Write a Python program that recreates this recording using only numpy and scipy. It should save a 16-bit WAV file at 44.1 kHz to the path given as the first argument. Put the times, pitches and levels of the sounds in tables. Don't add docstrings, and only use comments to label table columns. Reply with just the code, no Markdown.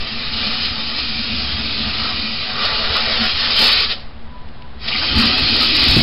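import sys
import numpy as np
from scipy import signal
from scipy.fft import rfft, irfft, next_fast_len
from scipy.io import wavfile
from scipy.ndimage import uniform_filter1d, map_coordinates

SR = 44100
rng = np.random.default_rng(int(sys.argv[2]) if len(sys.argv) > 2 else 0)


def linear_from_db(decibels):
    return 10 ** (np.asarray(decibels, float) / 20)


def inscribe(sig):
    pcm = np.round(np.clip(np.atleast_2d(sig).T, -1, 1) * 32767)
    wavfile.write(sys.argv[1], SR, pcm.astype(np.int16))


N = 265834

# frequency in Hz, level in dB per Hz.
BUFFET_COLOUR = [(3, 2.5), (12, -4.5), (25, -11.5), (45, -13.5), (65, -26.5)]
# peak time in seconds, peak level in dB.
GUSTS = [(0, -30.5), (.55, -44.5), (.89, -39.5), (1.58, -43), (2.1, -41), (2.78, -29), (3.16, -32.5),
         (3.5, -36.5), (4.01, -34), (4.36, -37), (5.12, -41.5), (5.27, -33.5), (5.77, -38.5), (5.89, -30)]
GUST_RISE_S, GUST_FALL_S, BREEZE_DB = 0.053, 0.2, -45.5

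# frequency in Hz, width in Hz, rms level in dB.
HUM_LINES = [(59.6, 4, -44), (69, 3.6, -46.5), (142, 3.4, -49), (220.8, 4.9, -53.5), (226.7, 7.5, -49)]

# frequency in Hz, width in Hz, level in dB.
AIR_COLUMN = [(224.1, 29.4, -1)]
# frequency in Hz, level in dB per Hz.
UPPER_AIR_COLOUR = [(220, -23.5), (250, -1), (285, -2), (330, -11), (420, -16), (520, -38.5)]
# frequency in Hz, level in dB per Hz.
RUMBLE_COLOUR = [(35, -27.5), (52, -5.5), (72, 4), (100, -5.5), (140, -7), (185, -12.5), (215, -25.5)]
# time in seconds, air column in dB, upper modes over it in dB.
BLOW = [(0, -37.5, -7), (.9, -36.5, -4.5), (1.2, -36, -3.5), (2.2, -36, -1.5), (2.35, -37.5, -11.5),
        (3.4, -37, -7), (3.9, -41, -7), (4.06, -49.5, -9), (4.77, -54.5, -5), (5.02, -35, -1),
        (5.2, -28, 0), (5.4, -32, 3.5), (5.85, -30, 0.5), (6.03, -18.5, -5.5)]
# middle in seconds, half length in seconds, column in dB, rumble in dB.
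LURCHES = [(.08, 0.029, -16, -5), (.37, 0.025, 9, -3), (.48, .04, 13.5, 2), (.92, .08, -1, -5),
           (1.14, 0.067, 4, 1), (1.24, 0.034, -13, 0), (1.36, 0.027, 7.5, 3), (1.56, 0.067, 6.5, 4.5),
           (1.87, 0.041, 8, 3.5), (2.37, .03, 0.5, 0), (2.47, .03, 5, -11.5), (2.62, 0.014, 6, -2.5),
           (2.84, 0.046, 3.5, -3), (2.91, 0.02, -1.5, 7), (3.22, 0.024, 7, 3.5), (3.4, 0.025, -3, 1),
           (3.61, .04, 8, 5), (5.22, 0.09, 6.5, 5.5), (5.34, .05, -2.5, -0.5), (5.13, .03, -3.5, 5),
           (5.45, .04, -3, 9), (5.57, .05, 0, 1.5), (5.9, .05, -2, 7.5)]
RUMBLE_DB, RUMBLE_REST_DB, WAVER_DB = -1.5, -46.5, 3

# frequency in Hz, level in dB per Hz.
PREHEAT_COLOUR = [(200, -22.5), (280, 1.5), (800, 3), (1100, 0), (2400, -6), (3800, -6.5), (5000, -12.5),
                  (5700, -6.5)]
PREHEAT_DB = -42.5
# middle in seconds, half length in seconds, level in dB.
SWELLS = [
    (4.29, .045, -46),
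    (4.362, 0.028, -36),
    (4.43, .035, -44),
    (4.62, .05, -43),
]

# start in seconds, peak in dB, frequency in Hz, T60 in seconds.
THUMPS = [
    (5.89, -2, 63.4, 0.059),
    (5.941, -8, 101, 0.065),
    (5.9643, 1, 149.5, .05),
    (5.9655, -1, 331, 0.036),
    (5.981, -4.5, 133.7, 0.085),
]

# middle in seconds, level in dB, frequency in Hz, length in seconds.
CHIRPS = [
    (4.886, -19.5, 3400, 0.013),
    (4.928, -16.5, 2650, 0.029),
    (4.957, -18.5, 2200, 0.022),
    (5.035, -24, 1400, .05),
    (2.965, -17, 1250, 0.032),
    (2.06, -29, 1270, 0.056),
    (1.5, -30.5, 1600, 0.029),
    (2.1, -45, 880, .03),
]

# start in seconds, burst in dB, T60 in seconds, snap in dB.
SPITS = [
    (.99, -7, .012, -30),
    (2.954, -12, 0.018, -30),
    (3.907, -14, 0.034, -33),
    (4.487, -30, .02, -45),
    (4.623, -22.5, .004, -7),
    (4.881, -16, .03, -32),
]

# frequency in Hz, level in dB per Hz.
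HISS_COLOUR = [(1000, -49.5), (1700, -18.5), (1880, -10), (2110, -12.5), (2480, -3), (2700, -6.5),
               (3100, -3), (3400, -6), (3790, -2), (5010, -3), (5260, -1.5), (5500, 0.5), (7150, -41.5),
               (12100, -120)]
# frequency in Hz, level in dB per Hz.
ROAR_COLOUR = [(600, -33.5), (700, -10.5), (800, -10), (1020, -5.5), (1200, 5), (1700, -4), (1950, 3),
               (2200, -7.5), (2500, -17.5)]
# frequency in Hz, level in dB per Hz.
GROWL_COLOUR = [(290, -33.5), (345, -6.5), (390, 0), (560, -0.5), (680, -4), (800, -27.5)]
# frequency in Hz, width in Hz, level in dB.
SHELL_MODES = [(658, 7.8, 8), (745.4, 11.8, 10), (866, 6.5, 10.5), (985, 11, 4), (1174, 40, -4.5),
               (1299, 24, 4), (1428, 14, 4), (1543, 16, 5), (1630, 37, -4.5)]
# time in seconds, hiss in dB, roar over the hiss in dB (depth in the cut).
FLOW = [(0, -28.5, -8.5), (.2, -26, -9.5), (.8, -24.5, -12.5), (1.2, -23, -14), (1.9, -23, -11.5),
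        (2.3, -24, -11.5), (2.56, -24.5, -8), (2.63, -22, -5.5), (3.1, -19, -8), (3.4, -18, -7.5),
        (3.56, -16.5, -13), (3.62, -10.5, -14.5), (3.86, -18.5, -11.5), (4.9, -22.5, -8.5),
        (5.08, -19, -14.5), (5.2, -15, -11), (5.65, -16, -15), (6.03, -12.5, -13.5)]
# middle in seconds, half length in seconds, hiss in dB,
# roar over it in dB.
FLARES = [(.48, 0.12, 4.5, -1), (.66, .04, 4, -2.5), (.99, .015, 3.5, 1.5), (1.6, 0.016, 2, 2.5),
          (2.05, 0.062, 1.5, 2), (2.65, 0.023, 4, -3), (2.76, 0.034, 0.5, -3.5), (2.965, 0.026, 3.5, -2),
          (3.19, .03, -0.5, -0.5), (3.25, 0.022, 1, 2), (3.35, 0.06, -2, -7), (3.48, 0.024, -1, 1.5),
          (3.79, 0.025, 1.5, -1), (3.88, 0.02, -5.5, 1), (4.886, 0.0058, 7.5, -4), (5.15, 0.04, -1.5, -2),
          (5.4, 0.048, -1.5, 0.5), (5.62, .05, 2, 0), (5.82, .04, 1.5, 1), (5.96, .02, 0, 0.5)]
GROWL_DB, GROWL_SWAY_DB, ROAR_SWAY_DB = -5.5, 0.96, 1.06
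LET_GO_S, PRESS_S, OPEN_S, OPEN_CURVE = 3.92, 4.77, 0.13, 1.75
SHUT_T60, LINGER_DB, LINGER_T60 = 0.17, -10.5, 0.58
LOW_LINGERS = 1.6

# frequency in Hz, level in dB.
SMOOTHING = [(0, 0), (5100, 0), (5300, -6), (5500, -17.5), (5700, -35), (5800, -100)]
# time in seconds, peak in dB.
TICKS = [
    (0.4628, -47),
    (0.6649, -36),
    (2.9555, -38),
    (3.2198, -43),
    (3.257, -27),
]
SLOW = 4


def unit(x):
    return x / np.sqrt(np.mean(x ** 2) + 1e-20)


def curves(rows):
    s, *cols = np.transpose(rows)
    return [np.interp(np.arange(N) / SR, s, c) for c in cols]


def bumps(rows):
    s, half, *cols = np.transpose(rows)
    knots = np.arange(0, N + 64, 64)
    bells = np.exp(-((knots / SR - s[:, None]) / half[:, None]) ** 2)
    return [np.interp(np.arange(N), knots, c @ bells) for c in cols]


def wobble(rate):
    return map_coordinates(rng.standard_normal(N // 100), [np.arange(N) * rate / SR])


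def filtered(x, response):
    m = next_fast_len(N + SR // 2)
    return irfft(rfft(x, m) * response(np.fft.rfftfreq(m, 1 / SR)), m)[:N]


def colour(points):
    f, db = np.transpose(points)
    return lambda hz: linear_from_db(np.interp(np.log(hz + 1), np.log(f + 1), db, left=-120, right=-120))


def modes(table):
    def response(f):
        total = 0
        for k, (centre, width, db) in enumerate(table):
            damping = 1j * f * width
            total = total + (-1) ** k * linear_from_db(db) * damping / (centre * centre - f * f + damping)
        return total
    return response


def patchy(x, depth_db, count, frames, size):
    z = signal.stft(x, nperseg=size)[2]
    field = uniform_filter1d(rng.standard_normal(z.shape), size=count, axis=0)
    field = uniform_filter1d(field, size=frames, axis=1)
    return signal.istft(z * linear_from_db(depth_db * unit(field)), nperseg=size)[1][:N]


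def turbulence(patchy_db, count, response):
    noise = patchy(rng.standard_normal(N), patchy_db, count, frames=12, size=512)
    return unit(filtered(noise, response))


def hum():
    out = np.zeros(N)
    for hz, width, db in HUM_LINES:
        line = filtered(rng.standard_normal(N), lambda f: 1 / (1 + ((f - hz) / width) ** 2))
        out += linear_from_db(db) * unit(line)
    return out


def wind():
    t = np.arange(N) / SR
    strength = linear_from_db(BREEZE_DB)
    for s, db in GUSTS:
        strength = strength + linear_from_db(db) * np.exp(np.minimum((t - s) / GUST_RISE_S, (s - t) / GUST_FALL_S))
    return linear_from_db(1.5) * strength * unit(filtered(rng.standard_normal(N), colour(BUFFET_COLOUR)))


def hollow():
    blow_db, upper_db = curves(BLOW)
    boom_db, lurch_db = bumps(LURCHES)
    column_db = blow_db + boom_db + WAVER_DB * wobble(14)
    column_mode = modes(AIR_COLUMN)
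    column = turbulence(0.0, 1, lambda f: column_mode(f) ** 2)
    upper = turbulence(2.0, 1, colour(UPPER_AIR_COLOUR))
    rumble = turbulence(1.5, 1, colour(RUMBLE_COLOUR))
    rumble_gain = linear_from_db(lurch_db) * (linear_from_db(blow_db + RUMBLE_DB) + linear_from_db(RUMBLE_REST_DB))
    return linear_from_db(column_db) * column + linear_from_db(blow_db + upper_db) * upper + rumble_gain * rumble


def preheat():
    swell, = bumps([(s, half, linear_from_db(db)) for s, half, db in SWELLS])
    phase = 2 * np.pi * 992 * np.arange(N) / SR + 0.6 * wobble(45)
    singing = swell * linear_from_db(-5.0 + 1.3 * wobble(40)) * np.sqrt(2) * np.sin(phase)
    flame = turbulence(0.5, 4, colour(PREHEAT_COLOUR))
    return singing + linear_from_db(PREHEAT_DB - 1.0) * flame


def thumps():
    out, t = np.zeros(N + SR), np.arange(SR // 3) / SR
    for s, db, hz, t60 in THUMPS:
        envelope = linear_from_db(db - 60 * t / t60) * (1 - np.exp(-t / 0.0022))
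        out[round(s * SR):][:len(t)] -= envelope * np.sin(2 * np.pi * hz * t)
    return out[:N]


def chirps():
    t, waver = np.arange(N) / SR, 1.6 * wobble(400)
    out = np.zeros(N)
    for s, db, hz, length in CHIRPS:
        out += linear_from_db(db - 42 * ((t - s) / length) ** 2) * np.sin(2 * np.pi * hz * t + waver)
    return out


def spits():
    out, t = np.zeros(N + SR), np.arange(SR // 10) / SR
    for s, db, t60, snap_db in SPITS:
        start = round(s * SR)
        out[start:][:len(t)] += linear_from_db(db - 60 * t / t60) * rng.standard_normal(len(t))
        out[start] -= linear_from_db(snap_db)
    return filtered(out[:N], modes([(3600, 4100, 0.0041)]))


def lever(longer):
    t = np.arange(N) / SR
    since = np.clip(t - LET_GO_S, 0, None)
    shutting = linear_from_db(-60 * since / SHUT_T60)
    lingering = linear_from_db(LINGER_DB - 60 * since / (longer * LINGER_T60))
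    opening = np.clip((t - PRESS_S) / OPEN_S, 0, 1) ** OPEN_CURVE
    return np.where(t < PRESS_S, np.maximum(shutting, lingering), opening)


def dense_modes(x, depth_db):
    return patchy(x, depth_db, count=2, frames=16, size=2048)


def jet():
    hiss_db, depth_db = np.add(curves(FLOW), bumps(FLARES))
    roar_db = depth_db + ROAR_SWAY_DB * wobble(9)
    growl_db = depth_db + GROWL_DB + GROWL_SWAY_DB * wobble(11)
    sputter_db = 0.22 * wobble(14) + 0.49 * wobble(45)
    hiss = linear_from_db(1.26 + sputter_db) * turbulence(1.5, 2, colour(HISS_COLOUR))
    roar = linear_from_db(roar_db - 0.5 + sputter_db) * turbulence(1.5, 4, colour(ROAR_COLOUR))
    growl = linear_from_db(growl_db - 2.0 + sputter_db) * turbulence(2.0, 2, colour(GROWL_COLOUR))
    ring = linear_from_db((roar_db + growl_db) / 2 - 2.5) * turbulence(2.5, 1, modes(SHELL_MODES))
    low_gain = lever(LOW_LINGERS)
    bright = dense_modes(lever(0.79) * hiss + low_gain * roar, depth_db=2.0)
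    return linear_from_db(hiss_db) * (bright + low_gain * (growl + ring))


def scene():
    background = hum() + wind() + hollow()
    return (background + preheat() + thumps() + chirps() + spits() + jet())[None]


def band_limit(x):
    return signal.sosfilt(signal.butter(12, 15800, fs=SR, output="sos"), x)


def record(dry):
    slow = signal.resample_poly(dry[0], 1, SLOW) - 0.035
    slow = np.clip(slow, -0.48, 0.48)
    held = np.zeros(N)
    held[::SLOW] = SLOW * slow[:len(held[::SLOW])]
    smooth = np.clip(filtered(held, colour(SMOOTHING)), -0.511, 0.511)
    for s, db in TICKS:
        smooth[round(s * SR)] += linear_from_db(db + 6.5)
    return band_limit(smooth[None])


dry = scene()
out = record(dry)
inscribe(out)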